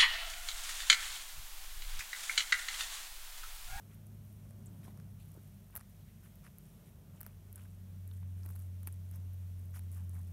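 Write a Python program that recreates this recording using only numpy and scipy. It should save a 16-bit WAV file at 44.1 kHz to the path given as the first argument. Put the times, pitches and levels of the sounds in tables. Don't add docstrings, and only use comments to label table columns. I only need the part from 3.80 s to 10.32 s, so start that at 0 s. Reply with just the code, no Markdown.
import sys
import numpy as np
from scipy import signal
from scipy.fft import rfft, irfft
from scipy.io import wavfile
from scipy.ndimage import uniform_filter1d

SR = 44100
rng = np.random.default_rng(int(sys.argv[2]) if len(sys.argv) > 2 else 0)


def convert_level_to_amplitude(level_db):
    exponent = np.asarray(level_db, float) / 20
    return 10 ** exponent


def log_audio(samples):
    frames = np.atleast_2d(samples).T
    limited = np.clip(frames, -1, 1)
    pcm = np.round(limited * 32767).astype(np.int16)
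    wavfile.write(sys.argv[1], SR, pcm)


N = 287532
TIME = np.arange(N) / SR


def level(x, db):
    return x * convert_level_to_amplitude(db) / np.sqrt(np.mean(x ** 2))


def coloured(points):
    hz, db = np.transpose(points)
    bins_hz = np.arange(N // 2 + 1) * SR / N + 1
    gain = convert_level_to_amplitude(np.interp(np.log(bins_hz), np.log(hz), db))
    return level(irfft(rfft(rng.standard_normal(N)) * gain, N), 0)


def walk(rate_hz):
    hold = int(SR / rate_hz)
    steps = np.repeat(rng.standard_normal(N // hold + 1), hold)
    return 1.3 * uniform_filter1d(uniform_filter1d(steps, hold), hold)[:N]


def soft_top(x):
    return signal.sosfilt(signal.ellip(8, .3, 50, 15600, fs=SR, output="sos"), x)


def around(hz, octaves, chance):
    return hz * 2 ** (octaves * chance)


def rings(peak_s, peak_db, ring_hz, cycles, rise, size):
    turn = rng.random(len(peak_s))[:, None]
    cycles = np.reshape(cycles, (-1, 1))
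    samples = np.arange(size) - size // 4
    t = samples / SR * ring_hz[:, None]
    shape = np.exp(np.where(t < 0, -(t / (rise * cycles)) ** 2, -t / cycles))
    grains = convert_level_to_amplitude(peak_db)[:, None] * shape * np.cos(2 * np.pi * (t + turn))
    at = (peak_s * SR).astype(int)[:, None] + samples
    return np.bincount(np.clip(at, 0, N - 1).ravel(), grains.ravel(), N)


def crackle(middle_s, length_s, level_db, pitch_hz, octaves, cycles, count):
    shift, pitch, size = rng.random((len(middle_s), count, 3)).T
    when = middle_s + .7 * length_s * (shift + shift[::-1] ** 2 - 5 / 6)
    size_db = level_db - 3.27 * np.log(np.clip(size, .05, 1)) + 10 * np.log10(length_s / 0.041)
    crack_hz = around(pitch_hz, octaves, pitch - .5)
    cycles = cycles + 0 * when
    return rings(when.ravel(), size_db.ravel(), crack_hz.ravel(), cycles.ravel(), rise=.7, size=192)


CRUMB_HZ, CRUMB_OCTAVES = 11500, .5

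# (start_s, snap_db, ring_hz, knock_db)
STALK_BITES = [(.7084, -47, 10000, -57), (1.1749, -51, 11100, -54), (1.2, -53, 10100, -52),
               (1.9541, -26, 12500, -44), (1.9626, -24, 12700, -43), (1.9694, -27, 12300, -47),
               (1.9765, -35, 11900, -45), (1.9957, -45, 10700, -58), (2.0051, -50, 9700, -54),
               (2.0102, -43, 10700, -49), (3.4069, -33, 13600, -50), (3.4128, -28, 12900, -48),
               (3.4312, -35, 13100, -50), (3.4646, -32, 13200, -43), (3.779, -48, 9800, -53),
               (4.6619, -39, 13800, -52), (4.6899, -40, 12400, -52), (4.7034, -42, 12500, -51),
               (4.7562, -42, 13000, -55), (4.7617, -41, 11600, -53), (5.032, -41, 11500, -56),
               (5.0733, -31, 11300, -42), (5.0782, -33, 12600, -53), (5.3128, -40, 11200, -59),
               (5.3387, -53, 10900, -56), (5.9573, -46, 10800, -55), (5.9631, -45, 12600, -49),
               (5.9681, -46, 10400, -54), (5.9711, -45, 11800, -50), (5.9932, -38, 11300, -52)]


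def jaw():
    start_s, _, _, knock_db = np.transpose(STALK_BITES)
    low, high, size = rng.random((len(start_s), 3)).T - .5
    late_s, octaves = .0006, .4
    knock = start_s + late_s, knock_db, around(1430, octaves, low)
    thud = start_s + .0017, knock_db - 9, around(740, octaves, size)
    tick = start_s + late_s / 2, knock_db - 7 + 6 * size, around(5000, .7, high)
    return np.hstack([knock, thud]), np.array(tick)


# (middle_s, length_s, bright_crackle_db, dull_crackle_db, mouth_hz)
CHEW_STROKES = [(0.129, 0.068, -80, -81, 1920), (0.502, 0.12, -80.5, -94, 2430),
                (1.044, 0.023, -72.5, -75, 2550), (1.08, 0.046, -76, -76, 885),
                (1.196, 0.1, -91, -86, 1200), (1.419, 0.058, -79.5, -81.5, 3250),
                (1.568, 0.041, -94, -77.5, 790), (1.66, 0.099, -82.5, -98, 2010),
                (1.964, 0.074, -79, -74, 1660), (2.455, 0.046, -74.5, -79, 1670),
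                (2.66, 0.043, -74.5, -74, 1740), (3.078, 0.044, -77.5, -85, 2840),
                (3.436, 0.18, -79.5, -81.5, 1740), (3.801, 0.098, -77, -77.5, 1850),
                (4.373, 0.23, -80, -88, 2450), (4.598, 0.061, -79, -87, 2460),
                (4.693, 0.12, -74.5, -79.5, 1360), (4.806, 0.096, -74.5, -87, 2010),
                (5.078, 0.014, -74, -66.5, 1680), (5.349, 0.045, -75.5, -79, 1710),
                (5.832, 0.099, -80, -93, 2000), (5.963, 0.046, -67, -73, 1760),
                (6.159, 0.07, -71, -88, 1500), (6.367, 0.071, -75, -79, 1280)]
# (start_s,
# peak_db)
BUD_POPS = [(.2688, -49), (.3466, -53), (.9917, -53), (1.6346, -51), (1.677, -53), (3.4671, -45),
            (3.4748, -47), (4.6601, -44), (4.6611, -45), (4.6925, -48), (4.8025, -50), (4.8249, -49),
            (5.0059, -51), (5.0728, -30), (5.0872, -48), (5.1329, -48), (5.3614, -46), (5.543, -49),
            (5.8555, -48), (5.9079, -50), (5.9328, -49), (5.9447, -48), (5.9544, -43), (5.9592, -44),
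            (6.0368, -50), (6.1263, -45), (6.1302, -47), (6.1724, -47), (6.242, -52), (6.4139, -49)]


def small_snaps(start_s, peak_db, ring_hz):
    late, size, pitch = rng.random((len(start_s), 2, 3)).T
    around_s = start_s + .0009 * (.5 + late) * [[-1], [1]]
    tears = around_s, peak_db - 14 - 12 * size, ring_hz * (.9 + .2 * pitch)

    middle_s, length_s, bright_db = np.transpose(CHEW_STROKES)[:3]
    shift, size, pitch = rng.random((len(CHEW_STROKES), 6, 3)).T
    crumb_db = bright_db + 13.5 + 7 * size ** 2
    crumbs = middle_s + length_s * (shift - .5), crumb_db, around(CRUMB_HZ, CRUMB_OCTAVES, pitch - .5)

    pop_s, pop_db = np.transpose(BUD_POPS)
    pops = pop_s, pop_db, around(CRUMB_HZ, CRUMB_OCTAVES, rng.random(len(BUD_POPS)) - .5)
    columns = zip((start_s, peak_db, ring_hz), tears, crumbs, pops)
    return [np.concatenate([np.ravel(part) for part in column]) for column in columns]


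# (start_s, peak_db, ring_hz)
BUD_SNAPS = [(.1454, -45, 11800), (.268, -46, 10100), (.4501, -50, 13200), (.5274, -47, 12600),
             (.8599, -42, 10300), (1.9076, -49, 11600), (1.9699, -30, 12100), (1.9735, -37, 12300),
             (1.975, -37, 12300), (2.0976, -50, 12100), (2.5564, -45, 12600), (2.7847, -36, 12200),
             (3.7283, -36, 12200), (3.7584, -33, 10700), (3.7612, -41, 10600), (4.2768, -41, 11600),
             (4.3382, -48, 11300), (4.7093, -41, 13100), (4.7931, -41, 11900), (4.822, -48, 9200),
             (5.0686, -43, 12400), (5.0723, -30, 12000), (5.1258, -39, 10300), (5.3589, -41, 12700),
             (5.5344, -46, 12400), (5.7935, -47, 11500), (6.1166, -41, 11200), (6.1484, -44, 12500),
             (6.2949, -41, 10500), (6.3461, -46, 10600)]
# (start_s, peak_db, ring_hz)
FIBRE_TICKS = [
    (2.6665, -58, 5000),
    (4.3134, -58, 3900),
    (4.3148, -56, 3600),
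    (4.6336, -52, 5300),
    (6.295, -56, 6400),
]


def snaps(fibres):
    bites_and_buds = np.hstack([np.transpose(STALK_BITES)[:3], np.transpose(BUD_SNAPS)])
    start_s, peak_db, ring_hz = small_snaps(*bites_and_buds)
    hard = peak_db > -42
    soft = ~hard
    ring = rings(start_s[hard], peak_db[hard] + 2.2, ring_hz[hard], cycles=1.15, rise=.9, size=96)
    ring += soft_top(rings(start_s[soft], peak_db[soft] + 1, ring_hz[soft], cycles=1.4, rise=.9, size=96))

    struck = np.bincount((start_s * SR).astype(int), convert_level_to_amplitude(peak_db), N)
    splinter = signal.lfilter([1], [1, -np.exp(-1 / (0.0018 * SR))], struck) * convert_level_to_amplitude(3.5 * walk(2500))
    nearby = signal.lfilter([1], [1, -np.exp(-1 / (0.0068 * SR))], struck)
    air = coloured([(6000, -16), (9000, -6), (12300, 0), (15600, -5), (16000, -32)])
    bright = ring + soft_top(air * (convert_level_to_amplitude(-26) * splinter + convert_level_to_amplitude(-43) * nearby))
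    bright = signal.sosfilt(signal.butter(4, 6800, "high", fs=SR, output="sos"), bright)

    start_s, peak_db, ring_hz = np.hstack([fibres, np.transpose(FIBRE_TICKS)])
    return bright + rings(start_s, peak_db + 1.8, ring_hz, cycles=1.4, rise=.8, size=160)


# (start_s, peak_db, ring_hz)
TOOTH_KNOCKS = [(1.0417, -57, 1400), (1.0505, -56, 2000), (1.0539, -57, 920), (1.0621, -58, 760),
                (1.0725, -57, 1040), (1.0771, -56, 940), (1.0803, -54, 850), (1.0837, -54, 860),
                (1.9012, -59, 1150), (2.4581, -58, 1400), (2.4607, -57, 2000), (2.6513, -57, 1670),
                (2.6549, -55, 1770), (2.6627, -57, 1570), (2.667, -47, 1630), (3.4676, -52, 850),
                (3.7973, -53, 2400), (3.8278, -57, 2020), (3.8546, -57, 1780), (4.3143, -57, 1200),
                (4.4295, -56, 1000), (4.433, -58, 2200), (5.0735, -47, 2300), (4.6538, -54, 940),
                (5.0807, -55, 1480), (5.9428, -54, 1620), (5.9759, -57, 1210), (6.3585, -58, 920),
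                (6.3672, -58, 1120), (6.3842, -58, 1060)]
# (start_s, peak_db, ring_hz)
FLOOR_BUMPS = [
    (1.081, -52, 330),
    (1.275, -58, 600),
    (1.552, -57, 524),
    (1.575, -47, 334),
    (4.66, -51.5, 305),
    (5.075, -52, 275),
]


def knocks(teeth):
    start_s, peak_db, ring_hz = np.hstack([teeth, np.transpose(TOOTH_KNOCKS)])
    tooth = rings(start_s, peak_db + .8, ring_hz, cycles=.7, rise=.6, size=512)
    start_s, peak_db, ring_hz = np.transpose(FLOOR_BUMPS)
    return tooth + rings(start_s, peak_db, ring_hz, cycles=1.3, rise=0.2, size=4096)


# (middle_s, length_s, level_db, pitch_hz)
WET_SQUEAKS = [
    (0.87, 0.012, -66.5, 7780),
    (1.053, 0.025, -81, 5700),
    (1.089, 0.039, -79, 2800),
    (2.213, .04, -86, 3700),
    (2.289, 0.036, -82.5, 2700),
    (2.651, 0.028, -83, 5550),
    (5.349, 0.026, -80.5, 5800),
    (5.958, 0.047, -81, 5900),
    (6.189, .06, -77, 1520),
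]


def chews():
    middle_s, length_s, bright_db, dull_db, mouth_hz = np.transpose(CHEW_STROKES)
    bright = crackle(middle_s, length_s, bright_db, 10800, octaves=0.66, cycles=0.81, count=120)
    strokes = [middle_s, length_s, dull_db, mouth_hz]
    middle_s, length_s, dull_db, mouth_hz = np.hstack([strokes, np.transpose(WET_SQUEAKS)])
    octaves = np.minimum(1.9, (2800 / mouth_hz) ** 2 + .2)
    dull = crackle(middle_s, length_s, dull_db, mouth_hz, octaves, cycles=1 + mouth_hz / 1800, count=75)
    return soft_top(convert_level_to_amplitude(10.0) * bright) + convert_level_to_amplitude(3.0) * dull


def nibbling():
    when, pitch, size = rng.random((900, 3)).T
    at = (when * (N - 1)).astype(int)
    peak_db = -65.5 - 3 * np.log(np.clip(size, .03, 1)) + 4 * walk(9.23)[at]
    ring_hz = around(CRUMB_HZ, .8, pitch - .5)
    return soft_top(rings(at / SR, peak_db, ring_hz, cycles=1.1, rise=0.95, size=96))


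# (time_s, firing_hz)
ENGINE_PITCH = [
    (0, 102.3),
    (1, 100.7),
    (2, 97.6),
    (3.4, 95.37),
    (4.6, 91.53),
    (5.5, 91.34),
    (6.52, 88.3),
]
# (time_s, level_db)
ENGINE_LEVEL = [(0, -57), (.3, -52.5), (1.4, -53), (1.9, -60), (2.4, -60), (2.9, -70.5), (3.3, -58),
                (3.75, -52.5), (4.1, -49.5), (4.3, -44), (4.5, -42), (5.1, -44), (5.5, -42.5), (5.9, -44),
                (6.2, -41), (6.52, -44)]


def engine():
    time_s, level_db = np.transpose(ENGINE_LEVEL)
    octave_db = -67 + 0.12 * (level_db + 55)
    firing_hz = np.interp(TIME, *np.transpose(ENGINE_PITCH)) * (1 + 0.0023 * walk(9))
    phase = 2 * np.pi * np.cumsum(firing_hz) / SR
    drone = convert_level_to_amplitude(np.interp(TIME, time_s, level_db) + 0.28 * walk(14)) * np.sin(phase)
    octave_fading_db = 1.5 * walk(3) + 2.0 * walk(6)
    octave = convert_level_to_amplitude(np.interp(TIME, time_s, octave_db) + octave_fading_db) * np.sin(2 * phase)
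    half = convert_level_to_amplitude(-66 + 1 * walk(3.3)) * np.sin(phase / 2)
    return np.sqrt(2) * (drone + octave + half)


def band(x, hz, width_hz):
    b, a = signal.iirpeak(hz, hz / width_hz, SR)
    return signal.lfilter(b, a, signal.lfilter(b, a, x))


# (pitch_hz, width_hz, level_db)
ROOM_BOOMS = [
    (48.1, 12, -69.5),
    (76, 48, -63),
    (133, 11, -65.5),
    (159, 41.7, -60.5),
    (192.9, 29.3, -71.5),
    (220.2, 14, -70),
]
# (time_s, level_db)
TRAFFIC_LEVEL = [
    (0.0, -61.5),
    (1.03, -56),
    (2.03, -62.5),
    (3.32, -57.5),
    (3.61, -61),
    (6.52, -59.5),
]
# (pitch_hz, level_db per Hz)
WASH_COLOUR = [(20, -44), (40, -1.5), (240, 1.5), (310, -2.5), (410, -2), (480, -8), (620, -4), (800, -14),
               (1500, -19.5), (3000, -60)]
# (pitch_hz, level_db per Hz)
HISS_COLOUR = [(200, 7.5), (1000, -0.5), (3400, -3), (4800, -7.5), (5600, -4), (7800, -6), (9800, -2.5),
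               (10400, -9), (11000, -1), (14500, -1.5), (15750, -6), (15850, -40)]


def room():
    time_s, traffic_db = np.transpose(TRAFFIC_LEVEL)
    boom = np.zeros(N)
    for pitch_hz, width_hz, level_db in ROOM_BOOMS:
        tone = level(band(rng.standard_normal(N), pitch_hz, width_hz), level_db)
        boom += tone * convert_level_to_amplitude(1.33 * walk(2.55))
    boom *= convert_level_to_amplitude(np.interp(TIME, time_s, traffic_db) - np.mean(traffic_db))
    wash_db = -73.5 + 1.12 * (traffic_db + 60.5)
    wash = coloured(WASH_COLOUR) * convert_level_to_amplitude(np.interp(TIME, time_s, wash_db) + 3 + .9 * walk(12))
    hiss = coloured(HISS_COLOUR) * convert_level_to_amplitude(-69.5 + .6 * walk(7))
    return boom + wash + hiss


def scene():
    teeth, fibres = jaw()
    eating = snaps(fibres) + knocks(teeth) + chews() + nibbling()
    return (eating + engine() + room())[None]


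def roll_off(x):
    return signal.sosfilt(signal.butter(12, 16670, fs=SR, output="sos"), x)


def record(dry):
    mix = signal.sosfilt(signal.butter(2, 30, "high", fs=SR, output="sos"), dry)
    mix = signal.sosfilt(signal.ellip(8, .2, 60, 16300, fs=SR, output="sos"), mix)
    return roll_off(mix)


dry = scene()
out = record(dry)
log_audio(out)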